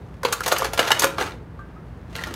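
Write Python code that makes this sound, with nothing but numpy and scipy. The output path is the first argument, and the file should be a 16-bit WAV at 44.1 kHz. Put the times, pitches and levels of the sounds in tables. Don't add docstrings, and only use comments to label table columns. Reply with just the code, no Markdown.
import sys
import numpy as np
from scipy import signal
from scipy.fft import rfft, irfft
from scipy.io import wavfile
from scipy.ndimage import uniform_filter1d

SR = 44100
rng = np.random.default_rng(int(sys.argv[2]) if len(sys.argv) > 2 else 0)


def to_wav(s):
    ch = np.atleast_2d(s).T
    pcm = np.round(np.clip(ch, -1, 1) * 32767)
    wavfile.write(sys.argv[1], SR, pcm.astype(np.int16))


N = 103635
TOP_HZ = 16000

# low f/Hz, high f/Hz
KNOCK_BANDS = [(400, 1520), (1900, 4320), (4800, 14350)]
# t/s, body level/dB, clack level/dB, tick level/dB, chatter decay/s
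SHELL_HITS = [(.232,-25.5,-37,-37.5,0.0047), (0.2489,-28,-21,-32.5,0.0077), (0.3248,-21.5,-23,-21,0.0063),
              (.4062,-31,-37,-35,0.0011), (0.4343,-50,-31.5,-33.5,0.0099), (.461,-22,-25.5,-27.5,0.0058),
              (.478,-23,-27.5,-22.5,0.0076), (.515,-22.5,-21,-33.5,0.0058), (.522,-18.5,-23,-22.5,0.0065),
              (.563,-26.5,-25,-36.5,0.004), (.583,-35,-40,-24,0.0046), (0.6197,-18.5,-34.5,-37.5,0.0081),
              (.644,-24,-26.5,-29.5,0.0089), (0.733,-25,-29.5,-30.5,0.0073), (.776,-24.5,-25.5,-31,0.0039),
              (0.7913,-13.5,-18.5,-24,0.0084), (0.875,-33.5,-25,-32.5,0.0094),
              (0.9044,-14.5,-23,-29.5,0.0071), (0.9175,-20.5,-14,-21,0.0015), (0.991,-54,-23.5,-27.5,0.019),
              (.995,-51,-35.5,-18,0.0019), (1.02,-19.5,-21.5,-21,0.01), (1.036,-16,-21,-40,0.0057),
              (1.042,-23,-23,-20,0.0021), (1.182,-21.5,-29,-40,0.0057), (1.207,-21.5,-42.5,-39,0.026),
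              (1.319,-49,-42,-65,0.0034), (2.153,-37,-31.5,-45,0.0022), (2.163,-41,-37,-39.5,0.0013),
              (2.237,-44,-31.5,-39,0.0024), (2.269,-32,-44,-44,.005), (2.34,-40.5,-35.5,-37,0.0011)]


def knocks(contacts_per_s=6000, attack_s=.0006, trim_db=-2):
    out, t = np.zeros(N), np.arange(SR // 10) / SR
    for start, *levels, decay in SHELL_HITS:
        chatter = rng.standard_normal(len(t)) * (rng.random(len(t)) < contacts_per_s / SR)
        chatter *= (1 - np.exp(-t / attack_s)) * np.exp(-t / decay)
        chatter[0] = .9
        knock = flatten(signal.fftconvolve(chatter, shell()))
        add(out, start, sum(band_burst(knock, lo, hi, db) for (lo, hi), db in zip(KNOCK_BANDS, levels)))
    return amp(trim_db) * out


def shell(modes=44, decay_s=.00083, spread_db=6):
    t = np.arange(SR // 80) / SR
    detune, phase, strength = rng.random((3, modes, 1))
    hz = TOP_HZ * ((np.arange(modes)[:, None] + detune + 3) / (modes + 3)) ** 1.5
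    gain = amp(2 * spread_db * strength) * hz ** (1 / 6)
    partials = gain * np.sin(2 * np.pi * (hz * t + phase))
    return unit(partials.sum(0) * np.exp(-t / decay_s))


# t/s, f/Hz, level/dB, decay/s
PITCHED_TOCKS = [(0.2493,480,-15,0.015), (0.2505,959,-9,0.0067), (0.4073,1410,-10.5,0.0024),
                 (.523,737.6,-12,0.0075), (.643,444,-25.5,0.015), (.7912,700,-8,.004),
                 (0.7929,1767,-10,0.0049), (.792,2866,-10,0.0051), (0.918,1690,-4,.003),
                 (0.916,3010,-7,0.0023), (1.59,1190,-37,.02), (1.59,1562,-44,0.034), (1.757,1280,-44,.018),
                 (2.1907,1890,-19,0.0025), (2.238,1840,-14.5,0.0037)]


def tocks(attack_s=.0005, rattle=.29):
    out, t = np.zeros(N), np.arange(SR // 3) / SR
    for start, hz, db, decay in PITCHED_TOCKS:
        flutter, jitter = rattle * unit(uniform_filter1d(rng.standard_normal((2, len(t))), size=200))
        envelope = np.exp(-t / decay) * (1 - np.exp(-t / attack_s)) * (1 + flutter)
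        add(out, start, amp(db) * envelope * np.sin(2 * np.pi * hz * t + 2 * jitter))
    return out


# t/s, level/dB
SCRAPE_RIDE = [(.23,-63), (.27,-32), (.39,-43.5), (.54,-30.5), (.66,-33), (.71,-49.5), (.82,-26.5),
               (.97,-34.5), (1.07,-34), (1.159,-51), (1.204,-26), (1.28,-40), (1.42,-75.5), (2.07,-62.5),
               (2.18,-38), (2.35,-45.5)]
# f/Hz, relative level/dB
SCRAPE_EQ = [(100, -22.5), (420, 1.5), (1300, 0), (2200, -0.5), (6000, -14.5), (16000, -26)]


def scrape(pieces=12, slips_per_s=4000, spread_db=4, clump_db=3.5):
    slips = (rng.random(N) < slips_per_s / SR) * rng.choice([-1, 1], N)
    accents = amp(spread_db * np.minimum(rng.exponential(1, N), 3))
    clumps = amp(clump_db * unit(uniform_filter1d(rng.standard_normal(N), size=200)))
    clicks = slips * accents * clumps
    piece = rng.integers(0, pieces, N)
    crunch = sum(signal.oaconvolve(clicks * (piece == k), shell())[:N] for k in range(pieces))
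    fader = amp(np.interp(np.arange(N) / SR, *np.transpose(SCRAPE_RIDE)))
    return unit(equalise(crunch, SCRAPE_EQ)) * fader


# t/s, push level/dB
WEIGHT_DROPS = [(.523, -7), (0.794, -5), (1.039, 2)]
# f/Hz, resonance gain/dB, t60/s
PAN_MODES = [(324.5,1.5,0.19), (456,-8.5,0.088), (547,2,.36), (905,-3,0.069), (1202,-6.5,0.076),
             (1382,5,.12), (6450,-1,0.004)]


def pan(contacts, push_s=.001):
    t, drive, ring = np.arange(SR // 2) / SR, contacts.copy(), 0
    push = np.sin(np.pi * np.minimum(t / push_s, 1)) ** 2
    for start, db in WEIGHT_DROPS:
        add(drive, start, amp(db) * push)
    for hz, db, t60 in PAN_MODES:
        damping = np.log(1000) / t60
        ring += amp(db) * 2 * damping / SR * np.exp(-damping * t) * np.cos(2 * np.pi * hz * t)
    return signal.fftconvolve(drive, ring)[:N]


# t/s, level/dB
LOW_THUMPS = [(0.904, -31), (1.024, -32), (1.184, -29), (2.269, -30.5)]


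def thumps(lo_hz=202, hi_hz=470, decay_s=.13):
    out, t = np.zeros(N), np.arange(SR // 4) / SR
    for start, db in LOW_THUMPS:
        burst = rng.standard_normal(len(t)) * np.exp(-t / decay_s)
        add(out, start, band_burst(burst, lo_hz, hi_hz, db))
    return out


# f/Hz, t60/s
KITCHEN_DECAY = [(200, 0.48), (1700, 0.35), (12000, 0.25)]


def kitchen(x, echoes=14, echo_window_s=.012, echo_db=-7.5, tail_db=-10.5):
    t = np.arange(SR // 2) / SR
    wash = rng.standard_normal(len(t)) * (1 - np.exp(-t / .0047))
    hz, age, spectrum = signal.stft(wash, SR, nperseg=256)
    fade = np.exp(-np.log(1000) * age / curve_at(KITCHEN_DECAY, hz)[:, None])
    tail = signal.istft(spectrum * fade, SR, nperseg=256)[1]
    response = amp(tail_db) * tail / np.linalg.norm(tail)
    delays = (rng.uniform(.1, 1, echoes) * echo_window_s * SR).astype(int)
    response[delays] += amp(echo_db) * rng.choice([-1, 1], echoes) / np.sqrt(echoes)
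    return signal.fftconvolve(x, response)[:N]


def smooth_reverb(x, reverbs=4, crossfades_per_s=9):
    turn = np.arange(N) / SR * crossfades_per_s
    offsets = [abs((turn - k) % reverbs - reverbs / 2) for k in range(reverbs)]
    return sum(kitchen(x * np.cos(np.pi / 2 * np.minimum(offset, 1))) for offset in offsets)


# f/Hz, relative level/dB
ROOM_EQ = [(25, -21.5), (55, -2.5), (165, -8), (280, -15), (1700, -30.5), (2500, -39.5), (7000, -55.5),
           (16000, -57.5)]
# f/Hz, rms level/dB
HUM_TONES = [(57, -46.5), (82, -52), (119, -50), (166, -49.5)]


def room_hum(noise_db=-40, waver_hz=1.24):
    out = amp(noise_db) * unit(equalise(rng.standard_normal(N), ROOM_EQ))
    for hz, db in HUM_TONES:
        waver = waver_hz * unit(uniform_filter1d(rng.standard_normal(N), size=3000))
        out += amp(db) * np.sqrt(2) * np.sin(2 * np.pi * np.cumsum(hz + waver) / SR)
    return out


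def amp(db):
    return 10 ** (np.asarray(db) / 20)


def unit(x):
    return x / np.sqrt(np.mean(x ** 2) + 1e-20)


def add(mix, start_s, sound):
    part = mix[max(round(start_s * SR), 0):][:len(sound)]
    part += sound[:len(part)]


def curve_at(points, hz):
    f, value = np.transpose(points)
    return np.interp(np.log(hz + 1), np.log(f + 1), value)


def equalise(x, curve, size=4096):
    gain = amp(curve_at(curve, np.fft.rfftfreq(size, 1 / SR)))
    cepstrum = irfft(np.log(gain))
    cepstrum[1:size // 2] *= 2
    cepstrum[size // 2 + 1:] = 0
    return signal.fftconvolve(x, irfft(np.exp(rfft(cepstrum))))[:len(x)]


def band_burst(x, lo_hz, hi_hz, db):
    band = signal.sosfilt(signal.butter(3, [lo_hz, hi_hz], "band", fs=SR, output="sos"), x)
    return amp(db) * band / np.linalg.norm(band) * np.sqrt(SR / 100)


def flatten(x):
    spectrum = rfft(x, 2 * len(x))
    humps = abs(uniform_filter1d(abs(spectrum) ** 2, size=160)) + 1e-12
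    return irfft(spectrum / humps ** .34)[:len(x)]


def scene():
    contacts = knocks() + scrape()
    close = contacts + pan(contacts) + thumps() + tocks()
    return (close + smooth_reverb(close) + room_hum())[None]


def record(dry, low_cut_hz=51, treble_hz=14000):
    x = signal.sosfilt(signal.butter(4, low_cut_hz, "high", fs=SR, output="sos"), dry)
    x = signal.sosfilt(signal.butter(1, treble_hz, fs=SR, output="sos"), x)
    high_cut = signal.firwin(255, TOP_HZ, window=("kaiser", 8), fs=SR)
    return signal.oaconvolve(np.clip(x, -1, 1), high_cut[None], "same")


dry = scene()
out = record(dry)
to_wav(out)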